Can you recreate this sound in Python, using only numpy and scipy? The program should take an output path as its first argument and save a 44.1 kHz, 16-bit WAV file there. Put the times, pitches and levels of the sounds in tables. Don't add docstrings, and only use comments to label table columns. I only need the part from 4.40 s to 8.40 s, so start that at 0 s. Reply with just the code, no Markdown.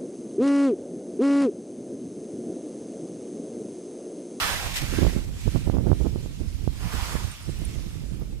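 import sys
import numpy as np
from scipy import signal
from scipy.fft import rfft, irfft, next_fast_len
from scipy.io import wavfile
from scipy.ndimage import uniform_filter1d, map_coordinates

SR = 44100
rng = np.random.default_rng(int(sys.argv[2]) if len(sys.argv) > 2 else 0)


def digitize_waveform(pressure):
    field = np.atleast_2d(pressure).T
    bounded = np.clip(field, -1, 1)
    quanta = np.round(bounded * 32767).astype(np.int16)
    wavfile.write(sys.argv[1], SR, quanta)


N = 176400

# t/s, level/dB
WASH_ENVELOPE = [(0, -31.5), (.05, -31.5), (.11, -33), (.2, -38), (.3, -41.5), (.49, -42.5), (.57, -40),
                 (.67, -43.5), (.78, -48.5), (.91, -57.5), (1.01, -49), (1.18, -48.5), (1.38, -58.5),
                 (1.58, -53.5), (2.0, -56.5), (2.32, -54.5), (2.55, -43.5), (2.66, -41.5), (3.03, -52),
                 (3.3, -50.5), (3.55, -55.5), (4, -63)]
SLOSH_ENVELOPE = [(0, -28), (.04, -27.5), (.2, -34.5), (.33, -38.5), (.48, -41.5), (.57, -36.5),
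                  (.72, -43.5), (.9, -58.5), (1.15, -54), (1.4, -60), (2.3, -67.5), (2.44, -43.5),
                  (2.54, -38.5), (2.74, -39), (3.02, -56), (3.3, -58), (4, -68)]
# t/s, f/Hz
HOLLOW_PITCH = [(0, 1060), (.13, 1650), (.4, 2100), (2.4, 1110), (2.9, 1210)]
# t/s, level/dB
HOLLOW_BOOST = [(.8, 3.5), (2.3, 6)]
# f/Hz, level/dB
SLOSH_SPECTRUM = [(100, -38), (300, -7), (550, -2), (800, -0.5), (1800, -2), (3000, -8), (7000, -14.5)]
WASH_SPECTRUM = [(300, -10), (900, -11.5), (1500, -6), (2300, 2), (3500, 0), (5500, -5), (8000, -15),
                 (14000, -28)]
FIZZ_SPECTRUM = [(2000, -25), (5000, 2), (7500, 1.5), (9500, -1), (11500, -3), (15000, -11)]
SPLASH_SPECTRUM = [(800, -14), (2200, 5), (4500, 1.5), (8500, -3), (11500, -9), (15000, -5)]
# f/Hz, coherence
COHERENCE = [(200, 0.89), (1000, 0.42), (2500, 0.41), (4500, 0.082), (14000, 0.08)]
# f/Hz, level/dB
FAR_ICE_SPECTRUM = [(1000, -12), (3000, 8), (7000, -8), (11000, 0), (15000, -11)]
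CRACK_SPECTRUM = [(3000, -33), (8000, -12), (9700, 3), (11500, -5), (15000, -24)]
# t/s, level/dB
GUST_ENVELOPE = [(0, -41), (.26, -35), (.35, -38), (.48, -34), (.63, -26.5), (.8, -30.5), (1.0, -37),
                 (1.22, -32.5), (1.3, -28.5), (1.5, -25), (1.58, -31.5), (1.7, -28.5), (1.93, -34),
                 (2.3, -34.5), (2.85, -35), (2.99, -45.5), (3.1, -33.5), (3.84, -35.5), (4, -36.5)]
# f/Hz, level/dB
RUMBLE_SPECTRUM = [(8, -23), (25, -0.5), (50, 1), (80, -2.5), (150, -9), (300, -23.5), (600, -44.5),
                   (1500, -69)]
FLUTTER_SPECTRUM = [(60, -13.5), (180, 5.5), (330, 1), (550, -9.5), (850, -20.5), (1400, -30.5),
                    (4000, -53)]
# t/s, flutter level/dB, rumble level/dB
EDDY_HITS = [(0.432, -26, -24.5), (0.538, -22, -30), (.59, -23, -31), (.625, -20.5, -38),
             (0.765, -25.5, -32), (1.076, -26, -17.5), (1.16, -21, -21), (1.278, -24.5, -23),
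             (1.346, -23, -22), (1.378, -27, -24.5), (1.47, -20.5, -39), (1.614, -28.5, -21),
             (1.658, -21, -25), (2.014, -30, -30), (2.457, -40, -24), (2.552, -27, -26.5),
             (2.754, -32.5, -25.5), (3.093, -30.5, -26.5), (3.37, -37.5, -33), (3.816, -33.5, -30)]
# t/s, level/dB
SLOW_EDDIES = [(0.271, -18), (1.827, -22.5), (2.083, -17.5), (2.156, -18), (2.209, -17), (2.242, -23),
               (2.295, -14.5), (2.583, -20), (2.627, -16), (2.851, -15.5), (3.28, -16)]
# t/s, level/dB, f/Hz, t60/s, crack over ring/dB
ICE_TICKS = [(.434, -39, 11500, .012, 8), (2.914, -33.5, 8600, .03, -3), (3.023, -42, 9330, .06, -20),
             (3.104, -44, 9210, 0.024, -4), (3.189, -41.5, 9300, 0.01, 3), (3.251, -30.5, 9570, 0.019, 0),
             (3.796, -49, 12050, .035, -21)]
# t/s, level/dB
PRESSURE_JUMPS = [(.59, -12), (.621, -10.5), (0.632, -8), (.65, -7.5), (.667, -6), (1.078, -13),
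                  (1.16, -7.5), (1.276, -13.5), (1.299, -6.5), (1.341, -11.5), (1.369, -10.5),
                  (1.385, -11.5), (1.41, -16.5), (1.469, -9.5), (1.498, -18), (1.517, -3), (1.53, -9),
                  (1.612, -15), (1.669, -12.5), (1.76, -14.5), (1.861, -19.5), (2.277, -7.5),
                  (2.754, -15.5)]

TOP_HZ = 14900
TIME_S = np.arange(N) / SR


def amp(db):
    return 10 ** (np.asarray(db) / 20)


def unit(x):
    return x / np.sqrt(np.mean(x ** 2) + 1e-20)


def at_hz(table, hz):
    f, values = np.transpose(table)
    return np.interp(np.log(hz + 1), np.log(f + 1), values)


def at_time(table, t_s=TIME_S):
    return np.interp(t_s, *np.transpose(table))


def wobble(knots_per_s):
    knots = rng.standard_normal(int(N * knots_per_s / SR) + 4)
    return map_coordinates(knots, [TIME_S * knots_per_s])


def filtered(x, response):
    size = next_fast_len(N + SR // 2)
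    return irfft(rfft(x, size) * response(np.fft.rfftfreq(size, 1 / SR)), size)[..., :N]


def pan(db):
    return amp([[db / 2], [-db / 2]])


def noise(spectrum):
    return unit(filtered(rng.standard_normal(N), lambda hz: amp(at_hz(spectrum, hz))))


def churn(spectrum):
    x = noise(spectrum)
    power = uniform_filter1d(uniform_filter1d(x ** 2, size=1100), size=1100)
    return unit(x / np.sqrt(np.abs(power) + 0.14))


def rush(spectrum, patchy_db, shape=None, left_lag_s=0.00013):
    def mid_side_gains(hz):
        angle = np.arccos(np.clip(at_hz(COHERENCE, hz), -1, 1)) / 2
        return amp(at_hz(spectrum, hz)) * [np.cos(angle), np.sin(angle)]

    bins_hz, frames_s, cells = signal.stft(rng.standard_normal((2, N)), SR, nperseg=512)
    if shape:
        cells = cells * shape(bins_hz[:, None], frames_s)
    patches = uniform_filter1d(rng.standard_normal(cells.shape[1:]), size=4, axis=0)
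    patches = unit(uniform_filter1d(patches, size=10, axis=1))
    pair = signal.istft(cells * amp(patchy_db * patches), nperseg=512)[1][:, :N]
    mid, side = filtered(pair, mid_side_gains)
    left = filtered(mid + side, lambda hz: np.exp(-2j * np.pi * hz * left_lag_s))
    return unit(np.array([left, mid - side]))


def hollow(hz, t_s, half_width_oct=0.48):
    octaves = np.log2((hz + 1) / at_time(HOLLOW_PITCH, t_s))
    return amp(at_time(HOLLOW_BOOST, t_s) * np.exp(-(octaves / half_width_oct) ** 2))


def bubbles(rate_per_s=1100, centre_hz=2230, ring_cycles=1.76):
    when, pitch, size, place = rng.random((int(rate_per_s * N / SR), 4)).T[:, :, None]
    hz = centre_hz * 3 ** (2 * pitch - 1)
    age = np.arange(400)
    cycles = hz * age / SR
    gain = amp(-3.5 * np.log(1 - size * 0.99))
    rings = gain * np.sin(2 * np.pi * cycles) * np.exp(-2 * cycles / ring_cycles)
    index = ((when * N).astype(int) + age).ravel()
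    pair = [np.bincount(index, (rings * np.sqrt(share)).ravel(), N)[:N] for share in (place, 1 - place)]
    return unit(np.array(pair))


def waves(fizz_db_per_db=0.8, fizz_pivot_db=-44):
    wash_db = at_time(WASH_ENVELOPE)
    ripple_db = 0.45 * wobble(70)
    gurgle_db = 0.9 * wobble(60)
    slosh_db = at_time(SLOSH_ENVELOPE) + ripple_db + gurgle_db
    slosh = amp(slosh_db) * rush(SLOSH_SPECTRUM, patchy_db=2.0, shape=hollow)
    froth = rush(WASH_SPECTRUM, patchy_db=1.27) + amp(-11) * bubbles()
    wash = amp(wash_db + 1.5 + ripple_db) * froth
    fizz_db = fizz_pivot_db + fizz_db_per_db * (wash_db - fizz_pivot_db)
    fizz = amp(fizz_db - 0.5 + ripple_db) * rush(FIZZ_SPECTRUM, patchy_db=2.4)
    return pan(-5) * (slosh + wash) + pan(-2.2) * fizz


def far_ice():
    return amp(-66 + 0.61 * wobble(12)) * rush(FAR_ICE_SPECTRUM, patchy_db=7.5)


def wind(eddy_half_s=0.011, thump_db=3, flutter_db_per_db=1.85, left_db_per_db=0.47):
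    gust_db = at_time(GUST_ENVELOPE)
    swing_db = gust_db - gust_db.mean()
    right_db = gust_db.mean() + 5 + 2.7 * wobble(23.91)
    rumble_power = amp(right_db + swing_db) ** 2
    flutter_power = amp(right_db - 13 + flutter_db_per_db * swing_db) ** 2
    for at_s, flutter_db, rumble_db in EDDY_HITS:
        swell = np.exp(-((TIME_S - at_s) / eddy_half_s) ** 2)
        rumble_power += amp(rumble_db + thump_db) ** 2 * np.sqrt(swell)
        flutter_power += amp(flutter_db) ** 2 * swell
    right = np.sqrt(rumble_power) * churn(RUMBLE_SPECTRUM)
    right += np.sqrt(flutter_power) * unit(amp(3.2 * wobble(170)) * churn(FLUTTER_SPECTRUM))
    lee_db = 2.0 * wobble(21.05)
    lee_noise = churn(RUMBLE_SPECTRUM) + amp(-15.5 + lee_db) * noise(FLUTTER_SPECTRUM)
    left = amp(-40.5 + left_db_per_db * swing_db + lee_db) * lee_noise
    return np.array([left, right])


def puffs(half_s=0.00585, length_scatter_db=1.5):
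    right = np.zeros(N)
    for at_s, db in SLOW_EDDIES:
        u = (TIME_S - at_s) / (half_s * amp(length_scatter_db * rng.standard_normal()))
        right += amp(db) * (1 - 2 * u ** 2) * np.exp(-u ** 2)
    return np.array([np.zeros(N), right])


def splash(peak_s=0.377, rise_fall_s=0.035):
    swell = np.exp(-np.abs(TIME_S - peak_s) / rise_fall_s)
    return pan(-1) * amp(-29 + 3.8 * wobble(116.8)) * swell * rush(SPLASH_SPECTRUM, patchy_db=1.0)


def ice_ticks(rise_s=0.0013, crack_t60_s=0.015):
    rings, crack_envelope = np.zeros((2, N + SR))
    t = np.arange(SR // 8) / SR
    for at_s, db, hz, t60_s, crack_db in ICE_TICKS:
        start = round(at_s * SR)
        envelope = (1 - np.exp(-t / rise_s)) * amp(-60 * t / t60_s)
        rings[start:][:len(t)] += amp(db) * envelope / envelope.max() * np.sin(2 * np.pi * hz * t)
        crack_envelope[start:][:len(t)] += amp(db + crack_db - 60 * t / crack_t60_s)
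    cracks = crack_envelope[:N] * np.array([noise(CRACK_SPECTRUM), noise(CRACK_SPECTRUM)])
    return amp(-5) * pan(-4) * (rings[:N] + cracks)


def pops(suction_s=0.0016, ring_hz=58):
    right = np.zeros(N + SR)
    t = np.arange(-SR // 20, SR // 20) / SR
    for at_s, db in PRESSURE_JUMPS:
        edge_s, fall_s = amp(rng.standard_normal(2)) * [0.00033, 0.006]
        suction = np.exp(-np.abs(t) / suction_s)
        swing = np.exp(-np.abs(t) / fall_s) * np.cos(2 * np.pi * ring_hz * t)
        pulse = np.tanh(t / edge_s) * np.where(t < 0, suction, swing)
        right[round((at_s + t[0]) * SR):][:len(t)] += amp(db) * pulse
    return np.array([np.zeros(N), right[:N]])


def scene():
    return far_ice() + waves() + splash() + ice_ticks() + wind() + puffs() + pops()


def record(dry):
    ceiling = 0.56
    pressed = dry / (1 + (dry / ceiling) ** 4) ** (1 / 4)
    return filtered(pressed, lambda hz: hz < TOP_HZ)


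dry = scene()
out = record(dry)
digitize_waveform(out)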